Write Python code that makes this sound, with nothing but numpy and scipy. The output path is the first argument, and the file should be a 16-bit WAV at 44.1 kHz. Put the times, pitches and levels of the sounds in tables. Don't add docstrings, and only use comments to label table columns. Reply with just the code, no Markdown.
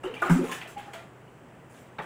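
import sys
import numpy as np
from scipy import signal
from scipy.fft import rfft, irfft, next_fast_len
from scipy.io import wavfile
from scipy.ndimage import uniform_filter1d, map_coordinates

SR = 44100
rng = np.random.default_rng(int(sys.argv[2]) if len(sys.argv) > 2 else 0)


def gain_from_decibels(decibels):
    exponent = np.asarray(decibels, float) / 20
    return 10 ** exponent


def file_out(sig):
    cols = np.atleast_2d(sig).T
    lim = np.clip(cols, -1, 1)
    pcm = np.round(lim * 32767).astype(np.int16)
    wavfile.write(sys.argv[1], SR, pcm)


N = 90404
T = np.arange(N) / SR


def unit(x):
    return x / np.sqrt(np.mean(x ** 2) + 1e-20)


def wobble(rate):
    knots = rng.standard_normal(int(N * rate / SR) + 4)
    return map_coordinates(knots, [T * rate])


def filtered(x, response):
    size = next_fast_len(N + SR // 2)
    hz = np.fft.rfftfreq(size, 1 / SR)
    return irfft(rfft(x, size) * response(hz), size)[:N]


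def along(points, hz):
    point_hz, value = np.transpose(points)
    return np.interp(np.log(hz + 1), np.log(point_hz + 1), value)


def coloured(x, spectrum):
    return unit(filtered(x, lambda hz: gain_from_decibels(along(spectrum, hz))))


def patchy(db):
    z = signal.stft(rng.standard_normal(N + 512), nperseg=512)[2]
    field = uniform_filter1d(rng.standard_normal(z.shape), 5, 0)
    field = unit(uniform_filter1d(field, 6, 1))
    return unit(signal.istft(z * gain_from_decibels(db * field), nperseg=512)[1][:N])


def grains(cycles, count):
    u = rng.random((count, 3))
    t = np.arange(600) / SR
    hz = 300 * 20 ** u[:, 1:2]
    ring = np.sin(2 * np.pi * hz * t) * np.exp(-hz * t / cycles) * (1 - np.exp(-hz * t))
    strength = hz * gain_from_decibels(-2.5 * np.log(u[:, 2:] + .02))
    at = (u[:, :1] * N).astype(int) + np.arange(len(t))
    return unit(np.bincount(at.ravel(), (strength * ring).ravel())[:N])


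def room(x):
    # (frequency [Hz], t60 [s])
    decay = [(200, 0.42), (1500, 0.34), (5000, 0.33), (12000, 0.067)]
    hz, t, z = signal.stft(rng.standard_normal(SR // 2), SR, nperseg=256)
    fade = gain_from_decibels(-60 * t / along(decay, hz)[:, None])
    tail = signal.istft(z * fade, SR, nperseg=256)[1]
    late = np.pad(x, (350, 0))
    return signal.fftconvolve(late, tail / np.linalg.norm(tail))[:N]


def floor():
    # (frequency [Hz], level [dB per Hz])
    trickle_spectrum = [(20, -26), (40, -17), (70, -13), (140, -4), (450, -8), (1600, -18.5), (3100, -27),
                        (3700, -38), (6000, -64)]
    # (frequency [Hz], level [dB per Hz])
    hiss_spectrum = [(2120, -47), (3600, -7), (6640, -6), (7950, -1), (9390, -8.5), (10900, -9),
                     (13400, -26), (14900, -3), (15800, -10)]
    trickle_db, hum_db, hiss_db, patch_db = -51, -56.5, -71, .8
    hum_hz = 124.1
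    trickle = gain_from_decibels(trickle_db + 0.27 * wobble(9.04)) * coloured(patchy(patch_db), trickle_spectrum)
    hum_level = gain_from_decibels(hum_db + 1.35 * wobble(13.45))
    hum = hum_level * np.sin(2 * np.pi * hum_hz * T + 0.23 * wobble(4.6))
    hiss = gain_from_decibels(hiss_db) * coloured(patchy(patch_db), hiss_spectrum)
    return trickle + hum + hiss


def bubbles():
    # (start [s], pitch [Hz], peak level [dB], t60 [s])
    single_bubbles = [(0.037, 2805, -39.5, 0.075), (0.053, 2980, -35.5, 0.036), (0.091, 2940, -60, 0.044),
                      (.12, 263, -36.5, 0.16), (0.241, 274, -36, 0.073), (.139, 2715, -41, 0.046),
                      (.166, 2350, -32, 0.058), (.292, 570, -43, 0.031), (.219, 743, -17, 0.032),
                      (0.226, 2630, -36, .04), (.26, 1416, -25.5, 0.067), (0.278, 1288, -7.5, 0.016),
                      (.298, 933, -19, 0.041), (0.305, 1533, -14.5, 0.025), (.405, 536, -29.5, 0.16),
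                      (0.423, 2460, -45, 0.091), (.438, 830, -28.5, 0.045), (0.492, 1045, -33.5, 0.13),
                      (.523, 1717, -29.5, 0.073), (0.567, 1777, -40, 0.08), (.655, 670, -35, 0.052),
                      (1.984, 1565, -32.5, 0.041), (.945, 656, -36, 0.11), (1.277, 2900, -54, 0.048)]
    pitch_rise, attack_cycles, wet_db = 0.029, 5.3, -6
    mix = np.zeros(N)
    for start_s, hz, db, t60 in single_bubbles:
        t = np.maximum(T - start_s, 0)
        swell = np.sin(np.pi / 2 * np.minimum(t * hz / attack_cycles, 1)) ** 2
        ring = np.sin(2 * np.pi * hz * t * (1 + pitch_rise * t / t60))
        bubble = swell * gain_from_decibels(db - 60 * t / t60) * ring
        mix += bubble + gain_from_decibels(wet_db) * room(bubble)
    return mix


def slaps():
    # (start [s], coarse foam [dB], fine foam [dB], spray [dB], t60 [s])
    slap_events = [(0.033, -40.5, -47.5, -59, 0.39), (0.138, -50, -48, -63.5, 1),
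                   (0.218, -30, -43, -48.5, 0.42), (0.254, -36.5, -57, -55.5, 0.55),
                   (0.295, -36, -40, -42, 0.44), (.513, -42.5, -41.5, -44.5, 0.33),
                   (.61, -46, -46, -66, 0.31), (0.673, -56, -51.5, -52.5, 0.29),
                   (0.777, -44.5, -51, -56, 0.25), (0.859, -49.5, -67, -65, 0.66),
                   (0.933, -45, -46.5, -54, 0.31), (1.696, -65, -73, -64.5, 0.46),
                   (1.741, -58, -58, -67, 0.19), (1.984, -37.5, -47, -72, 0.26)]
    # (start [s], coarse foam [dB], fine foam [dB], spray [dB], t60 [s])
    wash_events = [
        (0.433, -42, -44, -49, 0.73),
        (0.763, -59, -46.5, -58, 0.38),
        (1.75, -68, -59.5, -58, 0.45),
        (2.015, -70, -70, -58, .8),
    ]
    # (frequency [Hz], level [dB per Hz])
    coarse_spectrum = [(76, -46), (130, -15), (344, -8.5), (609, -10), (731, -5.5), (1140, -9), (1330, -8),
                       (2000, -19.5), (2600, -31), (4400, -120)]
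    # (frequency [Hz], level [dB per Hz])
    fine_spectrum = [(1100, -22), (1700, -7), (2400, -4), (3300, -7), (3800, -12.5), (4600, -20.5),
                     (6000, -26)]
    # (frequency [Hz], level [dB per Hz])
    spray_spectrum = [(3000, -40), (4500, -11), (6100, -5.5), (7700, -1), (9240, -6.5), (10800, -7),
                      (12800, -23), (14700, -5), (15800, -16)]
    slap_attack_s, wash_attack_s = .002, .02
    snap_db, snap_t60_s = -6, .05
    flutter_db, foam_patch_db, spray_patch_db, wet_db = 2, 3, 2.5, -6
    grains_per_s, grain_cycles, grain_share = 2500, 6, .55

    events = list(slap_events) + list(wash_events)
    start_s, coarse_db, fine_db, spray_db, t60 = np.transpose(events)[..., None]
    attack_s = np.repeat([slap_attack_s, wash_attack_s], [len(slap_events), len(wash_events)])[:, None]
    t = np.maximum(T - start_s, 0)
    decay = gain_from_decibels(-60 * t / t60) + gain_from_decibels(snap_db - 60 * t / snap_t60_s)
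    shape = (1 - np.exp(-t / attack_s)) * decay

    def burst(db):
        level = np.sqrt(np.sum((gain_from_decibels(db) * shape) ** 2, axis=0))
        return level * gain_from_decibels(flutter_db * wobble(44.36))

    foam_bubbles = grains(grain_cycles, count=int(grains_per_s * N / SR))
    froth = grain_share * foam_bubbles + (1 - grain_share) * patchy(foam_patch_db)
    coarse = burst(coarse_db) * coloured(froth, coarse_spectrum)
    fine = burst(fine_db) * coloured(froth, fine_spectrum)
    spray = burst(spray_db) * coloured(patchy(spray_patch_db), spray_spectrum)
    splash = coarse + fine + spray
    return splash + gain_from_decibels(wet_db) * room(splash)


def gulps():
    # (peak time [s], pitch
    # [Hz], peak level [dB], swell [s], t60 [s])
    air_pockets = [(.05, 365.6, -26, .012, 0.033), (0.066, 367, -25, .012, 0.056),
                   (.082, 499, -32.5, 0.017, 0.076), (.105, 446.5, -31.5, 0.013, .1),
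                   (.128, 485, -41.5, .012, .1), (0.226, 1439, -19, 0.0065, 0.038),
                   (0.231, 1213, -20, .01, 0.078), (0.234, 364.6, -34.5, 0.0125, 0.18),
                   (.262, 366.4, -29.5, 0.01194, 0.14), (.301, 257, -21, 0.00634, 0.15),
                   (0.299, 362.6, -28, 0.0122, 0.173), (.324, 174.3, -11.5, 0.03345, 0.1),
                   (.358, 194.4, -27, .014, 0.058), (0.369, 258.5, -18.5, 0.028, 0.16),
                   (.384, 312, -29, 0.0117, .08), (0.397, 362.3, -22, 0.016, 0.085),
                   (.418, 253.5, -26.5, .012, 0.068), (0.437, 354, -22, .01, 0.029),
                   (.45, 448.7, -27, 0.01722, 0.045), (.445, 256.7, -31.5, 0.01428, 0.14),
                   (.488, 234, -50, .015, 0.072), (.776, 814.4, -31.5, .018, 0.19),
                   (.89, 812, -41.5, .018, 0.093), (1.995, 158, -43, 0.015, .15)]
    rise_hz_per_s = 220
    rough_db, surge_db, wet_db = -0.5, -9, -12.5

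    peak_s, hz, db, swell_s, t60 = np.transpose(air_pockets)[..., None]
    t = np.maximum(T - peak_s + swell_s, 0)
    swell = np.sin(np.pi / 2 * np.minimum(t / swell_s, 1)) ** 2
    level = swell * gain_from_decibels(db - 60 * np.maximum(T - peak_s, 0) / t60)
    ring = np.sin(2 * np.pi * t * (hz + rise_hz_per_s * (t / 2 - swell_s)))
    pockets = np.sum(level * ring, axis=0) * gain_from_decibels(rough_db * wobble(50))

    def heave_band(f):
        return 1j * f / (20 + 1j * f) / (1 + 1j * f / 35) ** 2

    push = (level * hz.min() / hz).max(axis=0)
    heave = filtered(gain_from_decibels(surge_db) * push, heave_band)
    return pockets + gain_from_decibels(wet_db) * room(pockets) + heave


def scene():
    return (floor() + bubbles() + slaps() + gulps())[None]


def roll_off(x):
    return signal.sosfilt(signal.butter(12, 16150, fs=SR, output="sos"), x)


def record(dry):
    top_hz = 15830
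    mix = filtered(dry[0], lambda hz: hz < top_hz)[None]
    return roll_off(mix)


dry = scene()
out = record(dry)
file_out(out)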